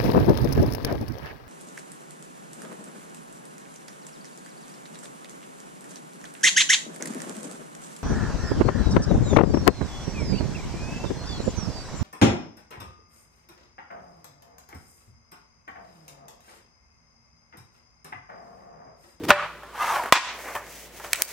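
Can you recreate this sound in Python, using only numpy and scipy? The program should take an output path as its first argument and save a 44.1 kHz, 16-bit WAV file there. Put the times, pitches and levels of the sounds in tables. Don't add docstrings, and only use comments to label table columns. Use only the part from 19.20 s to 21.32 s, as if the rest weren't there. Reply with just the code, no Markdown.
import sys
import numpy as np
from scipy import signal
from scipy.fft import rfft, irfft
from scipy.io import wavfile
from scipy.ndimage import uniform_filter1d, minimum_filter1d

SR = 44100
rng = np.random.default_rng(int(sys.argv[2]) if len(sys.argv) > 2 else 0)


def wrap_up_sound(samples):
    columns = np.atleast_2d(samples).T
    tamed = np.clip(columns, -1, 1)
    steps = np.round(tamed * 32767).astype(np.int16)
    wavfile.write(sys.argv[1], SR, steps)


N = 93536
TIME = np.arange(N) / SR


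# pitch_hz [Hz], level_db [dB]
AIR_TONE = [(25, -22), (100, 4.5), (250, 3.5), (550, 6), (1200, -8), (3000, -6), (8000, -15.5),
            (16000, -16)]
# pitch_hz [Hz], level_db [dB], t60_s [s]
ECHO_BANDS = [(60.3, -16, 0.16), (242, -2.5, 0.33), (634, -4, 0.43), (1300, -2.5, 0.42), (2580, -0.5, 0.45),
              (5140, 1, 0.43), (9400, 4, 0.31), (16200, -12.5, 0.38)]
# delay_s [s], level_db [dB]
WALL_REFLECTIONS = [(.0125, -20.5), (.0235, -18), (0.0296, -15.5), (0.0328, -30.5), (.039, -26),
                    (.053, -30.5)]
# pitch_hz [Hz], level_db [dB]
WALL_TONE = [(60, -24), (500, -1.5), (1500, -1), (5000, 2.5), (10000, -8), (16000, 10)]
# pitch_hz [Hz], likeness [-1 to 1]
NEAR_LIKENESS = [(50, 1), (1000, 0.99), (3000, 0.93), (7000, 0.27), (13000, 0.1)]
# pitch_hz [Hz], likeness [-1 to 1]
FAR_LIKENESS = [(50, 0.11), (600, 0.88), (1500, 0.97), (3200, 0.17), (7000, -0.01), (12000, -0.55)]

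# start_s [s], level_db [dB], ring_db [dB]
KNOCKS = [(.433, -41, 4.5), (.7595, -28, 4), (.836, -25, -18), (.859, -27, -8), (1.3515, -22.5, -3.5),
          (1.361, -32.5, 7), (1.799, -35, -9), (1.8415, -34.5, -3), (1.846, -30, -3)]
# pitch_hz [Hz], level_db [dB], t60_s [s]
KNOCK_CLATTER = [(40, -11, .08), (198, -2.5, 0.085), (516, 0.5, .07), (930, 7, 0.18), (2100, 7, 0.024),
                 (4000, -17.5, 0.064), (16000, -11, 0.034)]

# time_s [s], level_db [dB]
DRAG_LEVEL = [(1, -73), (1.18, -42), (1.23, -44.5), (1.275, -36), (1.33, -41), (1.42, -45), (1.55, -54),
              (1.7, -56.5), (1.81, -47), (1.89, -51.5), (2, -36), (2.06, -46), (2.1, -45)]
# pitch_hz [Hz], level_db [dB]
DRAG_TONE = [(40, -21), (200, -9.5), (520, 8.5), (1100, 5.5), (2200, 4.5), (4000, -27), (16000, -20)]
# time_s [s], level_db [dB]
RUSTLE_LEVEL = [(1.05, -85), (1.14, -55), (1.22, -43.5), (1.32, -46), (1.365, -40), (1.41, -56),
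                (1.48, -48), (1.56, -43.5), (1.65, -47), (1.71, -59), (1.77, -43.5), (1.81, -50.5),
                (1.85, -42), (1.9, -47), (1.96, -36), (2.03, -36), (2.065, -52), (2.082, -33.5),
                (2.12, -39.5)]
# pitch_hz [Hz], level_db [dB]
RUSTLE_TONE = [(100, -15), (900, -27), (2000, 1), (4000, -6), (6200, -1), (9000, -5.5), (16000, -5.5)]
# start_s [s], level_db [dB], tilt_db [dB per octave above 2 kHz], bass_db [dB below 500 Hz]
FOIL_BURSTS = [(1.9321, -5.5, 1.5, -5), (1.9447, -26, -1, -4), (1.948, -21.5, -10, 0), (1.958, -21.5, 0, 1),
               (2.0208, -4, 4.5, 7), (2.035, -20, 9, 0)]
# pitch_hz [Hz], level_db [dB], t60_s [s]
FOIL_BANDS = [(40, -23, 0.066), (304, -20.5, 0.016), (915, -11.5, 0.052), (2200, 3.5, 0.018),
              (4650, -1.5, .011), (8800, -2.5, 0.012), (16000, -8.5, 0.0089)]

# time_s [s], level_db [dB], pitch_factor [times]
SLIDE_PATH = [(.36, -58, 0.97), (.52, -50, 1.36), (.56, -36.5, 0.92), (.62, -25.5, 1.096),
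              (.7, -24.5, 1.09), (.765, -24.5, 0.95), (.81, -31, 0.84), (.86, -34.5, 0.69),
              (.895, -35, 1.4), (.93, -92, 0.44)]
# pitch_hz [Hz], width_hz [Hz], level_db [dB]
SLIDE_MODES = [(872, 106, -1.5), (1119, 43, 0.5), (1545, 110, -7.5), (1866, 32, -11), (2476, 30, -16),
               (3320, 33, -19), (5550, 83, -23), (6020, 47, -23.5)]
# pitch_hz [Hz], level_db [dB]
SLIDE_TONE = [(40, -43), (300, -17), (700, -1), (1100, 1.5), (2000, -7), (3500, -16), (7000, -20),
              (11000, -21), (16000, -24.5)]

# start_s [s], level_db [dB], ring_db [dB]
CLACKS = [(.924, 9.5, -1.5), (.9325, -4.5, -18)]
# pitch_hz [Hz], level_db [dB], t60_s [s]
LID_MODES = [(797, -25, .2), (975, -7, .05), (1065, -6, .085), (1653, -17, .15), (1919, -20, .17),
             (2054, -15, .12), (2293, -19, .12), (2444, -18, .15), (3122, -20, .1), (3441, -16, .13),
             (4078, -21, .1), (4765, -21, .1), (7880, -23, .07), (14850, -23, .08)]
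# pitch_hz [Hz], level_db [dB], t60_s [s]
LID_CLATTER = [(30, -31, 0.053), (120, -10, 0.011), (412, -4, 0.02), (940, 1.5, 0.043), (2020, 6.5, 0.012),
               (3800, -12, 0.11), (7300, -16.5, 0.12), (11900, -25.5, 0.11), (17300, -18, 0.016)]
# time_s [s], level_db [dB]
SETTLE_LEVEL = [(.925, -74), (.935, -13), (.948, -12), (.958, -5.5), (.978, -11.5), (.995, -29),
                (1.04, -39), (1.09, -34), (1.16, -46.5), (1.24, -73)]
# pitch_hz [Hz], level_db [dB]
SETTLE_TONE = [(60, -28), (350, -12), (1000, 5.5), (2300, 1), (3600, -4.5), (6500, -9), (9000, -27),
               (16000, -46)]

# time_s [s], level_db [dB]
GRIP_LEVEL = [(0, -33), (.015, -37.5), (.03, -33), (.039, -27.5), (.055, -36.5), (.075, -32.5),
              (.087, -32.5), (.1, -18), (.112, -31), (.14, -76)]
# pitch_hz [Hz], level_db [dB]
GRIP_TONE = [(30, -29), (100, -0.5), (200, 1.5), (320, 7.5), (480, 1), (1000, -52), (4000, -80),
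             (16000, -68)]
# time_s [s], level_db [dB]
RIM_LEVEL = [(0, -57), (.033, -50), (.039, -34.5), (.044, -39), (.052, -30.5), (.058, -47), (.08, -46.5),
             (.087, -21), (.103, -24.5), (.11, -74)]
# pitch_hz [Hz], level_db [dB]
RIM_TONE = [(100, -38), (600, 6.5), (1700, 0.5), (3000, -4.5), (5000, -7.5), (8000, -13), (16000, -13)]
# start_s [s], level_db [dB], ring_db [dB]
POPS = [(.0865, -31, -25), (.0915, -31, 4.5), (.096, -27, 3), (.1005, -16, -23), (.1046, 2, -0.5),
        (.1095, -2.5, -17.5)]
# pitch_hz [Hz], level_db [dB], t60_s [s]
TIN_MODES = [(103, -34, .35), (160, -40, .6), (381, -21, .12), (587, -6, .18), (798, -7, .09),
             (1000, -12, .08), (1080, -10, .07), (1189, -11, .14), (1399, -17, .12), (1521, -15, .07),
             (1697, -13, .13), (1806, -7, .09), (2485, -14, .07), (3110, -13, .05)]
# pitch_hz [Hz], level_db [dB], t60_s [s]
TIN_CLATTER = [(30, 2, 0.057), (100, -15, .06), (217, -13, 0.033), (460, -4, 0.074), (1050, 6.5, 0.058),
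               (2760, -0.5, 0.075), (4600, -16.5, 0.098), (8300, -21.5, 0.046), (16000, -27, 0.036)]
# time_s [s], level_db [dB]
LIFT_LEVEL = [(.11, -80), (.16, -24.5), (.2, -24.5), (.25, -32.5), (.31, -47.5), (.42, -49), (.5, -52),
              (.56, -76)]
# pitch_hz [Hz], level_db [dB]
LIFT_TONE = [(60, -20), (160, -21), (350, -13), (800, 1), (1200, 8.5), (1900, 0.5), (2800, -7.5),
             (4500, -18), (9000, -35), (16000, -64)]


def amp(db):
    return 10 ** (np.asarray(db) / 20)


def unit(x):
    return x / np.sqrt(np.mean(x ** 2) + 1e-20)


def read(table, hz, axis=1):
    rows = np.array(table, float)
    return np.interp(np.log(hz + 1), np.log(rows[:, 0] + 1), rows[:, axis])


def curve(table, axis=1):
    rows = np.array(table, float)
    return np.interp(TIME, rows[:, 0], rows[:, axis])


def add(mix, start_s, sound):
    part = mix[:, round(start_s * SR):][:, :sound.shape[1]]
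    part += sound[:, :part.shape[1]]


def colour(pair, tone, likeness):
    size = pair.shape[1]
    hz = np.fft.rfftfreq(size, 1 / SR)
    same = np.clip(read(likeness, hz), -1, 1)
    mid, side = rfft(pair) * amp(read(tone, hz)) * np.sqrt([1 + same, 1 - same])
    return unit(irfft([mid + side, mid - side], size))


def dying(table, likeness, size, tilt_db=0, bass_db=0, crack=0):
    t = np.arange(size) / SR
    log_hz = np.log(np.fft.rfftfreq(size, 1 / SR) + 1)
    tone = []
    for hz, db, _ in table:
        treble_db = tilt_db * max(np.log2(hz / 2000), 0)
        tone.append((hz, db + treble_db + bass_db * (hz < 500)))
    taps = rng.choice([-1., 1.], (2, size))
    taps[0, 8] += crack
    spectrum = rfft(colour(taps, tone, likeness))
    centres = np.log([row[0] for row in table])
    burst = 0
    for band, (_, _, t60_s) in zip(np.eye(len(table)), table):
        band_sound = irfft(spectrum * np.interp(log_hz, centres, band), size)
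        burst = burst + band_sound * amp(-60 * t / t60_s)
    return burst


def grains(catches_per_s=2500, spread_db=3.5):
    happens = rng.random((2, N)) < catches_per_s / SR
    sizes = amp(spread_db * np.minimum(rng.exponential(1, (2, N)), 4))
    catches = happens * sizes * rng.choice([-1, 1], (2, N))
    return unit(unit(catches) + 1.17 * rng.standard_normal((2, N)))


def judder():
    return unit(uniform_filter1d(rng.standard_normal(N), size=260))


def rub(levels, tone, judder_db):
    return colour(grains(), tone, NEAR_LIKENESS) * amp(curve(levels) + judder_db * judder())


def blows(events, modes, clatter, clatter_db, low_hz):
    t = np.arange(SR // 2) / SR
    ring = np.zeros((2, t.size))
    for i, (hz, db, t60_s) in enumerate(modes):
        sign = (-1) ** i
        shift = sign * np.arccos(np.clip(read(NEAR_LIKENESS, hz), -1, 1)) / 2
        wave = np.sin(2 * np.pi * hz * t + np.array([[shift], [-shift]]))
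        ring += sign * amp(db - 60 * t / t60_s) * wave
    out = np.zeros((2, N))
    for start_s, level_db, ring_db in events:
        add(out, start_s, amp(level_db + ring_db) * ring)
        burst = dying(clatter, NEAR_LIKENESS, size=8192, crack=3.5)
        add(out, start_s, amp(level_db + clatter_db) * burst)
    return signal.sosfilt(signal.butter(2, low_hz, "high", fs=SR, output="sos"), out)


def background(air_db=-50, hum_hz=57.4, hum_db=-56.5):
    air = colour(rng.standard_normal((2, N)), AIR_TONE, FAR_LIKENESS)
    hum = unit(np.sin(2 * np.pi * hum_hz * TIME))
    return amp(air_db) * air + amp(hum_db) * hum


def room(near, tail_db=-13, build_s=0.0062):
    tail = dying(ECHO_BANDS, FAR_LIKENESS, size=32768)
    tail = tail * np.minimum(TIME[:tail.shape[1]] / build_s, 1) ** 2
    echo = amp(tail_db) * tail / np.linalg.norm(tail[0])
    size = SR // 100
    for delay_s, level_db in WALL_REFLECTIONS:
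        slap = np.zeros((2, 2048))
        burst = rng.standard_normal((2, size)) * np.exp(-TIME[:size] / 0.0013)
        add(slap, .001, burst)
        slap = colour(slap, WALL_TONE, FAR_LIKENESS)
        add(echo, delay_s - .001, amp(level_db) * slap / np.linalg.norm(slap[0]))
    return signal.fftconvolve(near[:1], echo, axes=1)[:, :N]


def knocking():
    return blows(KNOCKS, TIN_MODES, KNOCK_CLATTER, clatter_db=-1, low_hz=90)


def dragging_pad():
    return rub(DRAG_LEVEL, DRAG_TONE, judder_db=1.0)


def rustling_foil():
    out = rub(RUSTLE_LEVEL, RUSTLE_TONE, judder_db=0.86)
    for start_s, level_db, tilt_db, bass_db in FOIL_BURSTS:
        burst = dying(FOIL_BANDS, NEAR_LIKENESS, size=4096, tilt_db=tilt_db, bass_db=bass_db, crack=4.27)
        add(out, start_s, amp(level_db) * burst)
    return out


def sliding(grit_db=-4, ring_db=-3, flutter_db=1.5):
    drive = grains()[0]
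    pitch_factor = curve(SLIDE_PATH, axis=2)
    ring = 0
    for hz, width_hz, db in SLIDE_MODES:
        turn = np.exp(2j * np.pi * np.cumsum(hz * pitch_factor) / SR)
        r = np.exp(-2 * np.pi * width_hz / SR)
        smooth = signal.lfilter([1], [1, -2 * r, r * r], drive / turn)
        ring = ring + amp(db) * unit((turn * smooth).real)
    ring_gain = amp(ring_db + curve(SLIDE_PATH) + flutter_db * judder())
    grit = rub(SLIDE_PATH, SLIDE_TONE, judder_db=0.0)
    return ring_gain * unit(ring) + amp(grit_db) * grit


def landing():
    clack = blows(CLACKS, LID_MODES, LID_CLATTER, clatter_db=-2.5, low_hz=222)
    return clack + rub(SETTLE_LEVEL, SETTLE_TONE, judder_db=1)


def prying():
    strain = rub(GRIP_LEVEL, GRIP_TONE, judder_db=0.5)
    scrape = rub(RIM_LEVEL, RIM_TONE, judder_db=-0.5)
    pop = blows(POPS, TIN_MODES, TIN_CLATTER, clatter_db=-2.5, low_hz=60)
    brush = rub(LIFT_LEVEL, LIFT_TONE, judder_db=-0.5)
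    return strain + scrape + pop + brush


def scene():
    near = knocking() + dragging_pad() + rustling_foil() + sliding() + landing() + prying()
    return background() + room(near) + near


def record(dry, limit_db=0.5, attack_s=0.0023, hold_s=0.042, recover_db_per_s=110,
           low_cut_hz=44, high_cut_hz=16200):
    peak_db = 20 * np.log10(abs(dry).max(0) + 1e-9)
    over_db = np.maximum(peak_db - limit_db, 0)
    half = max(int(hold_s * SR / 2), 1)
    held_db = -minimum_filter1d(-over_db, 2 * half + 1, origin=half, mode="constant")
    fall_db = TIME * recover_db_per_s
    falling_db = np.maximum.accumulate(held_db + fall_db) - fall_db
    r = np.exp(-1 / (attack_s * SR))
    duck_db = signal.lfilter([1 - r], [1, -r], falling_db)
    loud = np.clip(dry * amp(-duck_db), -1, 1)
    loud = signal.sosfilt(signal.butter(2, low_cut_hz, "high", fs=SR, output="sos"), loud)
    treble_cut = signal.firwin(255, high_cut_hz, window=("kaiser", 8), fs=SR)
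    return signal.oaconvolve(loud, treble_cut[None], "same")


dry = scene()
out = record(dry)
wrap_up_sound(out)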